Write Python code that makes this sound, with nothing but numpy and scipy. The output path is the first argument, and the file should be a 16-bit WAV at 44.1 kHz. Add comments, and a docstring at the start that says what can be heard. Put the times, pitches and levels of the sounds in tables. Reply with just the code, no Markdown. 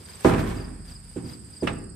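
"""In an open, metal-walled shed, a wooden pallet drops onto the dirt floor: its frame and boards ring,
grit crunches, the slats rattle and the walls boom. It is nudged twice, scuffing over dry grass, and a
loose board clacks after the second nudge. Outdoors a cricket chirps with its wings on the left, while
another insect ticks over a steady chorus on the right and the air wavers softly."""
import sys
import numpy as np
from scipy import signal
from scipy.fft import rfft, irfft, next_fast_len
from scipy.io import wavfile

SR = 44100
rng = np.random.default_rng(int(sys.argv[2]) if len(sys.argv) > 2 else 0)


def master(y):
    """Save y as 16-bit WAV."""
    cut = np.clip(np.atleast_2d(y).T, -1, 1)
    pcm = np.round(cut * 32767)  # scale
    wavfile.write(sys.argv[1], SR, pcm.astype(np.int16))


N = 85995
T = np.arange(N) / SR
FREQS = np.fft.rfftfreq(N, 1 / SR)

# The pallet meets the ground. 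Each row: start in seconds, force in dB, treble cutoff in Hz,
# push on the walls in dB, push on the grit in dB.
IMPACTS = [(0.003, -40.5, 600, -51, -47), (0.2449, -1, 1320, 0.5, -1.5), (0.2641, -17, 1500, -36, -10),
           (0.2838, -19.5, 2000, -5.5, -11), (0.3000, -26, 900, -9, -26), (0.3369, -25.5, 770, -6.5, -16.5),
           (0.545, -25, 390, -25, -20), (0.590, -25.5, 430, -33, -23), (1.1576, -15.5, 350, -22, -19),
           (1.232, -24.5, 288, -30, -25), (1.6210, -10.5, 480, -11, -11.5)]


def undb(db):
    """Decibels to gain."""
    return 10 ** (np.asarray(db) / 20)


def lookup(table, hz, column=1):
    """Read a table's column at a frequency, on a log axis."""
    rows = np.array(table, float)
    return np.interp(np.log(hz), np.log(rows[:, 0]), rows[:, column])


def pan(db):
    """Stereo gains for a level difference; positive leans left."""
    return undb(np.array([[db], [-db]]) / 2)


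def noise(spectrum):
    """Stereo noise of unit level with the given spectrum."""
    y = irfft(rfft(rng.standard_normal((2, N))) * spectrum, N)
    return y / y.std(axis=-1, keepdims=True)


def wander(hz):
    """A random drift of unit spread, moving at up to about hz."""
    knots = rng.standard_normal(N // 20)
    return np.sqrt(3 / 2) * np.interp(2 * hz * T, np.arange(len(knots)), knots)


def bands():
    """Half-octave stereo noises, narrow in the bass and at the very top, wide in between."""
    # Stereo image. Each row: frequency in Hz, likeness of left and right from 0 to 1.
    likeness = [(60, 0.95), (150, 0.95), (300, 0.51), (600, 0), (1500, 0.32), (4000, 0.28), (8000, 0),
                (14000, 0.94)]
    size = next_fast_len(N, True)
    octaves = np.log2(np.maximum(np.fft.rfftfreq(size, 1 / SR), 1))
    white = rfft(rng.standard_normal((2, size)))
    for hz in 25 * 2 ** (np.arange(20) / 2):
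        away = np.minimum(abs(octaves - np.log2(hz)) * 2, 1)
        y = irfft(white * np.cos(away * np.pi / 2) ** 2, size)[:, :N]
        mid, side = y / y.std(axis=-1, keepdims=True)
        like = lookup(likeness, hz)
        yield hz, np.sqrt((1 + like) / 2) * mid + np.sqrt((1 - like) / 2) * side * np.array([[1], [-1]])


def fade(t60):
    """Decay by 60 dB in t60 seconds."""
    return np.exp(-np.log(1000) * T / t60)


def swell(age, length):
    """A half-sine rise and fall."""
    return np.sin(np.pi * np.clip(age / length, 0, 1))


def impulse(start, db):
    """One instant push."""
    return undb(db) * (np.arange(N) == int(start * SR))


def through(x, response):
    """Play a signal through an impulse response."""
    return signal.fftconvolve(np.atleast_2d(x), np.atleast_2d(response), axes=-1)[:, :N]


def ring(modes):
    """Damped modes of alternating sign."""
    return sum((-1) ** k * undb(db) * fade(t60) * np.sin(2 * np.pi * hz * T)
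               for k, (hz, db, t60) in enumerate(modes))


def dense_ring(power, table, cutoff_hz=np.inf):
    """Modes too dense to tell apart: pushes feed noise that dies at its own pace in each band."""
    total = 0
    for hz, band in bands():
        retained = np.exp(-2 * np.log(1000) / (lookup(table, hz, column=2) * SR))
        drive = power / (1 + (hz / cutoff_hz) ** 6)
        energy = signal.lfilter([1], [1, -retained], drive + 1e-18)
        bass_rolloff = min(hz / table[0][0], 1) ** 2
        total += band * np.sqrt(energy) * undb(lookup(table, hz)) * bass_rolloff
    return total


def air(waver_db=2.2):
    """A soft bed of outdoor air, each band wavering on its own."""
    # Colour of the air. Each row: frequency in Hz, level in dB per half octave.
    colour = [(25, -89), (50, -64), (90, -51.5), (130, -58), (190, -58.5), (350, -66.5), (650, -76.5),
              (1000, -73.5), (1500, -69.5), (3000, -82.5), (6000, -77), (10000, -74.5), (14000, -86)]
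    return sum(band * undb(lookup(colour, hz) + waver_db * wander(3.8)) for hz, band in bands())


def chorus():
    """Distant insects blur into narrow, fluttering bands of noise."""
    # Each row: centre in Hz, width in Hz, level in dB, pan in dB, flutter in dB.
    swarms = [(4864, 360, -61, 5, 1), (7640, 260, -62.5, -6, 2.5), (8256, 290, -58, -6, -3.5),
              (8840, 510, -60, -12, 1)]
    total = 0
    for hz, width, db, pan_db, flutter_db in swarms:
        shimmer = noise(np.exp(-((FREQS - hz) / width) ** 2 / 2))
        total += shimmer * undb(db + flutter_db * wander(35)) * pan(pan_db)
    return total


def scuffs(grain_db=2.0):
    """The pallet drags over dry grass in grainy swishes."""
    # Each row: centre in seconds, half-length in seconds, gain in dB.
    swishes = [(0.01, 0.025, -8), (0.139, 0.068, -0.5), (0.262, 0.029, 1.5), (0.288, 0.035, 3.5),
               (0.398, 0.017, 7), (0.489, 0.033, 0), (0.56, 0.085, -6), (0.905, 0.033, -3.5),
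               (1.102, 0.091, -10), (1.311, 0.037, -2.5), (1.587, 0.15, -9.5)]
    # Colour of the grass. Each row: frequency in Hz, level in dB per half octave.
    colour = [(150, -98), (400, -61.5), (1000, -61.5), (2000, -59), (4000, -59), (6000, -60), (10000, -62),
              (14000, -63)]
    effort = sum(undb(db) * np.exp(-((T - centre) / half) ** 2 / 2) for centre, half, db in swishes)
    grain = undb(-grain_db * wander(240))
    return effort * grain * sum(band * undb(lookup(colour, hz)) for hz, band in bands())


def wing_stroke(start, hz, length_s=0.0272, drop_hz=600):
    """The wing slows ever faster through a stroke, so the pitch drops with the square of time."""
    age = np.clip(T - start, 0, length_s)
    cycles = age * (hz - drop_hz * (age / length_s) ** 2 / 3)
    return swell(age, length_s) * np.sin(2 * np.pi * cycles)


def crickets(scatter_hz=31.3, far_per_s=26, far_db=-60, far_hz=5020):
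    """Three strokes a chirp from the near cricket, faint stray ones from those further off."""
    # Each row: start of a chirp in seconds, level in dB.
    chirps = [(0.050, -45.5), (0.563, -45), (0.873, -43.5), (1.247, -43), (1.525, -43)]
    # Strokes within a chirp. Each row: delay in seconds, gain in dB, starting pitch in Hz.
    strokes = [(0, -2.5, 4954), (0.035, -1, 5020), (.076, -0.5, 5056)]
    near = sum(undb(db + gain_db) * wing_stroke(start + delay, hz + scatter_hz * rng.standard_normal())
               for start, db in chirps for delay, gain_db, hz in strokes)
    far = sum(undb(far_db + 2 * loud) * wing_stroke((k + late / 4) / far_per_s, far_hz + 89 * sharp)
              for k, (late, loud, sharp) in enumerate(rng.standard_normal((40, 3))))
    roughness = 1 + 0.33 * noise(FREQS < 250)
    return (near + far) * roughness * pan(3.5)


def ticking_insect(hz=8094, tick_s=0.017):
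    """Runs of even, high, slightly raspy ticks on the right, each run growing louder."""
    # Each row: first tick in seconds, end in seconds, period in seconds, first and last level in dB.
    runs = [(0.05, 0.297, 0.053, -48.5, -44), (0.859, 1.139, 0.047, -54.5, -51.5),
            (1.170, 1.927, .0562, -52, -45.5)]
    ticks = 0
    for start, end, period, first_db, last_db in runs:
        age = T - start + tick_s / 2
        crescendo = undb(np.interp(T, [start, end], [first_db, last_db]))
        ticks += (age > 0) * (T < end) * swell(age % period, tick_s) * crescendo
    rasp = 0.19 * noise(np.exp(-((FREQS - hz) / 180) ** 2))
    return ticks * (np.sin(2 * np.pi * hz * T) + rasp) * pan(-16.5)


def cushion(push, cutoff_hz):
    """Soft dirt takes the treble out of a push."""
    return signal.sosfilt(signal.butter(3, cutoff_hz, fs=SR, output="sos"), push + 1e-18)


def pallet(frame_db=-2.5, boards_db=-4.5):
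    """Cushioned blows ring the pallet's frame and boards."""
    # Hollow notes of the frame. Each row: pitch in Hz, relative level in dB, t60 in seconds.
    frame_modes = [(117, -38.5, 0.18), (177.3, -17, 0.235), (200.6, -19.5, 0.2), (249.7, -9, .12),
                   (273, -12.5, 0.15), (302, -8.5, 0.14), (360.6, -6, 0.091), (412, -8, 0.095),
                   (469, -15.5, 0.17), (496, -6.5, 0.064), (646.4, -18, 0.19), (810, -10.5, 0.033),
                   (876, -21, 0.067), (1000, -16.5, 0.035)]
    # Dense, short ring of the boards. Each row: frequency in Hz, relative level in dB, t60 in seconds.
    board_bands = [(706, -13, 0.17), (1190, -20.5, 0.16), (1940, -13.5, 0.087), (3570, -6.5, 0.043),
                   (7400, 1, 0.17), (14000, -4, 0.25)]
    starts, _, cutoffs, _, _ = np.array(IMPACTS).T
    soft_force = sum(cushion(impulse(start, db), hz) for start, db, hz, _, _ in IMPACTS)
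    hard_force = sum(impulse(start, db) for start, db, _, _, _ in IMPACTS)
    frame = through(soft_force, ring(frame_modes))
    boards = dense_ring(hard_force ** 2, board_bands, np.interp(T, starts, cutoffs))
    return undb(frame_db) * frame + undb(boards_db) * boards


def grit(crunch_s=0.022):
    """Each blow crushes a little grit under the pallet."""
    # Colour of the crunch. Each row: frequency in Hz, relative level in dB, t60 in seconds.
    crunch = [(900, -33, 0.25), (2500, -38.5, 0.22), (4800, -44.5, 0.13), (8900, -43.5, 0.25),
              (13900, -58, 0.085)]
    crushing = sum((undb(db) * swell(T - start, crunch_s)) ** 2 for start, _, _, _, db in IMPACTS)
    return dense_ring(crushing * 2 / (crunch_s * SR), crunch)


def rattle(start_s=0.262, t60_s=1, knocks_per_s=1200):
    """Slats chatter and grit settles after the drop, in tiny random knocks that die away."""
    # Colour of one knock. 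Each row: frequency in Hz, relative level in dB, t60 in seconds.
    grain = [(204, -13.5, 0.026), (600, -16, 0.04), (1500, -9.5, 0.023), (2780, -17.5, 0.034),
             (6040, -28.5, 0.022), (8600, -27, 0.011), (13500, -35, 0.0068)]
    knocks = (rng.random(N) < knocks_per_s / SR) * rng.standard_normal(N)
    age = T - start_s
    settling = (age > 0) * np.exp(-np.log(1000) * age / t60_s)
    return undb(-29) * dense_ring((knocks * settling) ** 2, grain)


def along_boards(wood, travel_s=0.003513, at_hz=300):
    """Bending waves carry the treble ahead of the bass; the wood is heard mostly on the right."""
    # Direction of the pallet. Each row: frequency in Hz, left over right in dB.
    direction = [(100, -1.5), (300, -5), (600, -6), (1200, -2), (2200, -3.5), (4500, 3.5), (8500, -15.5),
                 (13000, 3)]
    hz = np.maximum(FREQS, 1)
    lag = np.exp(-4j * np.pi * travel_s * np.sqrt(hz * at_hz))
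    sides = undb(lookup(direction, hz) * np.array([[1], [-1]]) / 2)
    return irfft(rfft(wood) * lag * sides, N)


def walls(rise_s=0.035):
    """The blows set the sheet-metal walls booming."""
    # Low notes of the sheets. Each row: pitch in Hz, relative level in dB, t60 in seconds.
    modes = [(42.1, -28.5, 2.8), (66.5, -26, 1.4), (96, -31, 1), (126.2, -41, 0.45), (161.6, -31, 1.25),
             (216.4, -29, .9)]
    shaking = sum(impulse(start, db) for start, _, _, db, _ in IMPACTS)
    return through(shaking, ring(modes) * (1 - np.exp(-T / rise_s)))


def shed_reverb(x, rise_s=0.0067):
    """A diffuse tail that blooms quickly and lasts longest in the bass."""
    # Colour of the tail. Each row: frequency in Hz, relative level in dB, t60 in seconds.
    room = [(40, -19, 1.2), (88, 15.5, 1), (180, -0.5, 1.67), (350, -7.5, 0.82), (710, -2.5, 0.66),
            (1500, -3, 0.65), (3770, -8.5, 0.36), (13900, -1, 0.86)]
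    response = 0
    for hz, band in bands():
        tail = band * fade(lookup(room, hz, column=2)) * (1 - np.exp(-T / rise_s))
        response += tail * undb(lookup(room, hz)) * np.sqrt(hz / SR / np.sum(tail ** 2))
    return undb(2) * through(x, response)


def loose_board(t60_s=0.05):
    """A loose board slaps the frame: hard wood-on-wood contacts in quick succession."""
    # Each row: start of a slap in seconds, force in dB.
    slaps = [(1.6705, -26.5), (1.6732, -18), (1.6811, -26.5)]
    # Notes of the board. Each row: pitch in Hz, relative level in dB.
    modes = [(899, -18), (1230, -20), (1780, -28), (2110, -11), (2530, -16), (2660, -13.5), (2900, -12),
             (3340, -20), (5250, -25)]
    # Its noisy crack. Each row: frequency in Hz, relative level in dB, t60 in seconds.
    crack = [(200, -20.5, 0.043), (730, -12.5, 0.15), (1500, -14, 0.13), (2830, -12, 0.075),
             (4350, -28, 0.15), (7700, -35.5, 0.14), (13900, -46, 0.033)]
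    force = sum(impulse(start, db) for start, db in slaps)
    tone = ring([(hz, db, t60_s) for hz, db in modes])
    return through(force, tone) + dense_ring(force ** 2, crack)


def scene():
    """The pallet in the shed, with the insects outside."""
    wood = pallet() + grit() + rattle()
    clack = loose_board()
    reverb_send = (wood + undb(-7.5) * clack).mean(axis=0)
    direct = along_boards(wood) + clack * pan(-3.5)
    inside = direct + shed_reverb(reverb_send) * pan(-2.5) + walls() + scuffs()
    return inside + crickets() + ticking_insect() + chorus() + air()


def record(dry):
    """Trim the deepest rumble and the very top."""
    low_cut = signal.butter(3, 28, "high", fs=SR, output="sos")
    high_cut = signal.ellip(8, 0.2, 70, 14400, fs=SR, output="sos")
    return signal.sosfilt(high_cut, signal.sosfilt(low_cut, dry))


dry = scene()
out = record(dry)
master(out)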